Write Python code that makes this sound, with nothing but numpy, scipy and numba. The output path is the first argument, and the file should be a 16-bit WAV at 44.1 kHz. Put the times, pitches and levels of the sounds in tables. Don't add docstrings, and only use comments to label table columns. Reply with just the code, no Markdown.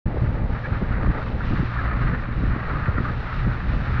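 import sys
import numpy as np
from scipy import signal
from scipy.fft import rfft, irfft
from scipy.io import wavfile
from scipy.ndimage import uniform_filter1d
from numba import njit

SR = 44100
rng = np.random.default_rng(int(sys.argv[2]) if len(sys.argv) > 2 else 0)


def pcm_store(signal):
    levels = np.round(np.clip(np.atleast_2d(signal), -1, 1) * 32767)
    wavfile.write(sys.argv[1], SR, levels.astype(np.int16).T)


N = 176400

# t/s, level/dB
TYRE_LEVEL = [(0, -38.5), (.13, -38), (.27, -34.5), (.45, -34), (.62, -39), (1.1, -35.5), (1.8, -42.5),
              (2.05, -38), (2.33, -43), (2.53, -37.5), (2.9, -37.5), (3.25, -41.5), (4, -41)]
# f/Hz, relative level/dB
TYRE_SPECTRUM = [(60, -4), (200, 3.5), (330, -11), (440, -2), (570, -2), (700, -8), (850, -5),
                 (1100, -18.5), (2000, -17.5), (4000, -74.5), (9000, -76.5)]
# t/s, relative level/dB
GUST_LEVEL = [(.07, -25.5), (.25, -26), (.53, -26.5), (.62, -36), (.73, -26.5), (.82, -26), (.94, -26),
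              (1.01, -25), (1.1, -23), (1.18, -30), (1.37, -28), (1.46, -26), (1.57, -23.5), (1.7, -33.5),
              (1.87, -25.5), (2.12, -24), (2.25, -32.5), (2.44, -23), (2.65, -30.5), (2.77, -24),
              (2.92, -27.5), (3.0, -25), (3.1, -28.5), (3.32, -33), (3.43, -24.5), (3.59, -31.5),
              (3.69, -25), (3.85, -28), (4, -24)]
# f/Hz, relative level/dB
WIND_SPECTRUM = [(10, -7.5), (25, 1), (55, 2.5), (90, -2), (140, -6.5), (220, -12), (320, -19.5),
                 (600, -35.5), (1500, -54.5), (6000, -100)]
# t/s, peak level/dB, centre f/Hz
EDDIES = [(0.146, -23.5, 300), (.165, -21, 258), (.173, -17.5, 400), (.459, -25.5, 330), (0.725, -15, 90),
          (.818, -15, 290), (.827, -12, 180), (0.946, -15, 80), (1.041, -16.5, 210), (1.074, -20, 260),
          (1.3, -24, 190), (1.508, -19, 149), (1.537, -15.5, 230), (1.6, -14.5, 135), (1.632, -18.5, 220),
          (1.923, -23, 245), (2.019, -18, 140), (2.107, -19.5, 152), (2.136, -15, 160), (2.29, -24, 200),
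          (2.408, -23.5, 190), (2.436, -17.5, 200), (2.565, -19.5, 200), (2.771, -20, 125),
          (2.885, -15, 125), (2.984, -17, 230), (3.006, -12.5, 120), (3.475, -14, 146), (3.741, -23.5, 199)]
# t/s, f/Hz
FIRING_RATE = [(0, 119), (.25, 112.7), (.8, 114.5), (1.3, 116), (1.8, 119), (2.1, 118.2), (2.6, 118.3),
               (3.4, 121.6), (4, 120)]
# t/s, level/dB
ENGINE_LEVEL = [(0, -36), (.8, -31), (1.3, -33.5), (1.7, -28), (2.05, -24.5), (2.25, -32), (2.45, -29),
                (2.7, -34), (2.9, -31.5), (3.3, -30), (3.46, -24), (3.65, -35.5), (4, -29.5)]
# multiple of the firing rate, relative level/dB
EXHAUST_ORDERS = [(.5, -5.5), (1, 0.5), (1.5, -16.5), (2, -24.5), (3, -22.5)]
# t/s, relative level/dB
SNOW_LEVEL = [(.07, -59.5), (.27, -56.5), (.42, -59), (.7, -54.5), (.8, -56), (.9, -53.5), (.97, -56.5),
              (1.2, -51.5), (1.35, -56), (1.45, -51.5), (1.78, -51.5), (2.03, -53.5), (2.26, -56.5),
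              (2.62, -53), (3.0, -53.5), (3.33, -51.5), (3.82, -51.5), (3.95, -49.5), (4, -51.5)]
# f/Hz, relative level/dB
SNOW_SPECTRUM = [(1500, -12.5), (2600, 8), (3300, 1), (3900, 2), (4700, -6.5), (5700, -13.5), (7000, -29),
                 (9000, -40), (12000, -63), (16000, -56)]
# t/s, relative peak level/dB
GRIT_TICKS = [(.299, -64), (.677, -62), (.716, -61), (1.532, -65), (2.001, -64), (2.854, -62.5)]
# t/s, length/s, f/Hz, level/dB
EDGE_SQUEAKS = [(.655, .028, 1690, -31), (1.85, .06, 1320, -38), (1.94, .04, 1330, -35),
                (2.63, .035, 1185, -37), (2.712, .025, 1315, -30), (2.76, .035, 1230, -34),
                (2.88, .05, 1380, -36), (2.983, .02, 1385, -28), (3.09, .04, 1225, -33)]
# t/s, relative level/dB
SCRAPE_FORCE = [(.07, -44.5), (.3, -42), (.5, -46), (.56, -36.5), (.62, -42.5), (.74, -34.5), (.79, -40.5),
                (.86, -38.5), (1.24, -36), (1.37, -46), (1.42, -37.5), (1.68, -37), (1.78, -33.5),
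                (2.1, -34.5), (2.18, -36.5), (2.41, -40.5), (2.46, -36), (2.72, -35), (2.94, -36),
                (3.1, -35.5), (3.16, -39.5), (3.29, -35.5), (3.82, -38.5), (3.87, -34.5), (4, -32.5)]
# f/Hz, width/Hz, relative level/dB
BLADE_MODES = [(1226, 69, 5), (1404, 110, 2.5), (1674, 230, -1.5), (1910, 130, -2.5)]
# f/Hz, relative level/dB
GRIND_SPECTRUM = [(300, -17.5), (600, -5.5), (950, -2.5), (1200, 2.5), (1900, -2.5), (2400, -9.5),
                  (3200, -26), (4500, -27), (7000, -102)]
# t/s, peak level/dB
BLADE_JOLTS = [(1.404, -29.5), (1.787, -25), (2.028, -28), (2.135, -32), (2.452, -34), (2.862, -27.5),
               (2.892, -31), (2.976, -23), (3.047, -22.5), (3.076, -28)]

TOP_HZ = 16900
TIME = np.arange(N) / SR


def undb(db):
    return 10 ** (np.asarray(db) / 20)


def unit(x):
    return x / np.sqrt(np.mean(x ** 2))


def curve(rows):
    return np.interp(TIME, *np.array(rows).T)


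def noise():
    return rng.standard_normal(N)


def walk(per_s):
    hold = max(int(SR / per_s), 1)
    steps = noise()[np.arange(N) // hold]
    return 1.3 * uniform_filter1d(uniform_filter1d(steps, hold), hold)


def colour(x, spectrum):
    hz, db = np.array(spectrum).T
    bin_hz = np.maximum(np.fft.rfftfreq(N, 1 / SR), 1)
    gain = undb(np.interp(np.log(bin_hz), np.log(hz), db))
    return unit(irfft(rfft(x) * gain, N))


def grains(per_s, spread_db):
    impacts = (rng.random(N) < per_s / SR) * np.sign(noise())
    return unit(impacts * undb(spread_db * np.minimum(rng.exponential(size=N), 5)))


def bursts(rows, decay_s):
    return sum(undb(db) * (TIME >= at) * np.exp(-np.abs(TIME - at) / decay_s) for at, db in rows)


@njit
def moving_bandpass(x, hz, width_hz):
    y, band_state, low_state = np.empty(len(x)), 0., 0.
    for i in range(len(x)):
        g, damping = np.tan(np.pi * hz[i] / SR), width_hz / hz[i]
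        band = (band_state + g * (x[i] - low_state)) / (1 + g * (g + damping))
        band_state = 2 * band - band_state
        low_state += 2 * g * band
        y[i] = damping * band
    return y


def tyres():
    flutter_db = 2.2 * walk(18)
    return colour(noise(), TYRE_SPECTRUM) * undb(curve(TYRE_LEVEL) + flutter_db)


def wind(gain_db=3):
    flutter_db = 2.2 * walk(45)
    return colour(noise() * undb(flutter_db), WIND_SPECTRUM) * undb(curve(GUST_LEVEL) + gain_db)


def buffets(swing_cycles=.62, turbulence_cycles=1.66, turbulence_db=-11):
    out = 0
    for at, db, hz in EDDIES:
        cycles = (TIME - at) * hz
        swing = np.sin(2 * np.pi * (cycles + rng.random())) * np.exp(-(cycles / swing_cycles) ** 2)
        spectrum = [(hz / 2, -10), (hz, 0), (2.83 * hz, -10), (20 * hz, -70), (TOP_HZ, -140)]
        turbulence = colour(noise(), spectrum) * np.exp(-(cycles / turbulence_cycles) ** 2)
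        out += undb(db) * (swing + undb(turbulence_db) * turbulence)
    return out


def engine():
    firing_hz = curve(FIRING_RATE) * (1 + .013 * walk(35))
    phase = 2 * np.pi * np.cumsum(firing_hz) / SR
    drone = sum(undb(db + 2.6 * walk(11)) * np.sin(order * phase + 2 * np.pi * rng.random())
                for order, db in EXHAUST_ORDERS)
    return unit(drone) * undb(curve(ENGINE_LEVEL))


def grit(gain_db=-7, band_hz=(5000, 10500)):
    band = signal.butter(3, band_hz, "band", fs=SR, output="sos")
    return unit(signal.sosfilt(band, noise())) * bursts(GRIT_TICKS, decay_s=.001) * undb(gain_db)


def spray(gain_db=2):
    hiss = colour(grains(per_s=9000, spread_db=2.7), SNOW_SPECTRUM)
    clumps_db = 1.4 * walk(25)
    return hiss * undb(curve(SNOW_LEVEL) + gain_db + clumps_db)


def squeaks(waver=.028, upper_ratio=1.36, upper_db=-12.5):
    out = 0
    for at, length, hz, db in EDGE_SQUEAKS:
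        phase = 2 * np.pi * np.cumsum(hz * (1 + waver * walk(250))) / SR
        note = np.sin(phase) + undb(upper_db) * np.sin(upper_ratio * phase)
        swell = np.exp(-(2 * (TIME - at) / length) ** 2)
        out += unit(note) * undb(db) * swell
    return out


def steel(drive, bend=.035, flicker_db=1, shifts_per_s=30):
    out = 0
    for k, (hz, width_hz, db) in enumerate(BLADE_MODES):
        strength = undb(db + flicker_db * walk(shifts_per_s))
        centre_hz = hz * np.exp(bend * walk(shifts_per_s))
        out += (-1) ** k * moving_bandpass(drive * strength, centre_hz, float(width_hz))
    span_hz = [.87 * BLADE_MODES[0][0], 1.22 * BLADE_MODES[-1][0]]
    return unit(signal.sosfilt(signal.butter(2, span_hz, "band", fs=SR, output="sos"), out))


def blade(usual_force_db=-35, ring_db=-38, grind_db=-35, ring_growth=1.58):
    force_db = curve(SCRAPE_FORCE) - usual_force_db
    chatter = undb(1.5 * walk(per_s=91.1))
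    catches = grains(per_s=2200, spread_db=-.5) * chatter
    ringing = steel(catches) * undb(ring_db + ring_growth * force_db)
    scratches = grains(per_s=2500, spread_db=2) * chatter
    grinding = colour(scratches, GRIND_SPECTRUM) * undb(grind_db + force_db)
    jolts = bursts(BLADE_JOLTS, decay_s=.0071)
    clanks = steel(noise() * jolts) * np.sqrt(np.mean(jolts ** 2))
    return ringing + grinding + clanks


def scene():
    return (engine() + blade() + squeaks() + spray() + grit() + tyres() + wind() + buffets())[None]


def record(dry):
    silence_s, fade_s = .056, .004
    fade_in = np.clip((TIME - silence_s) / fade_s, 0, 1)
    lowpass = signal.ellip(8, .2, 70, TOP_HZ, fs=SR, output="sos")
    return signal.sosfilt(lowpass, dry * fade_in)


dry = scene()
out = record(dry)
pcm_store(out)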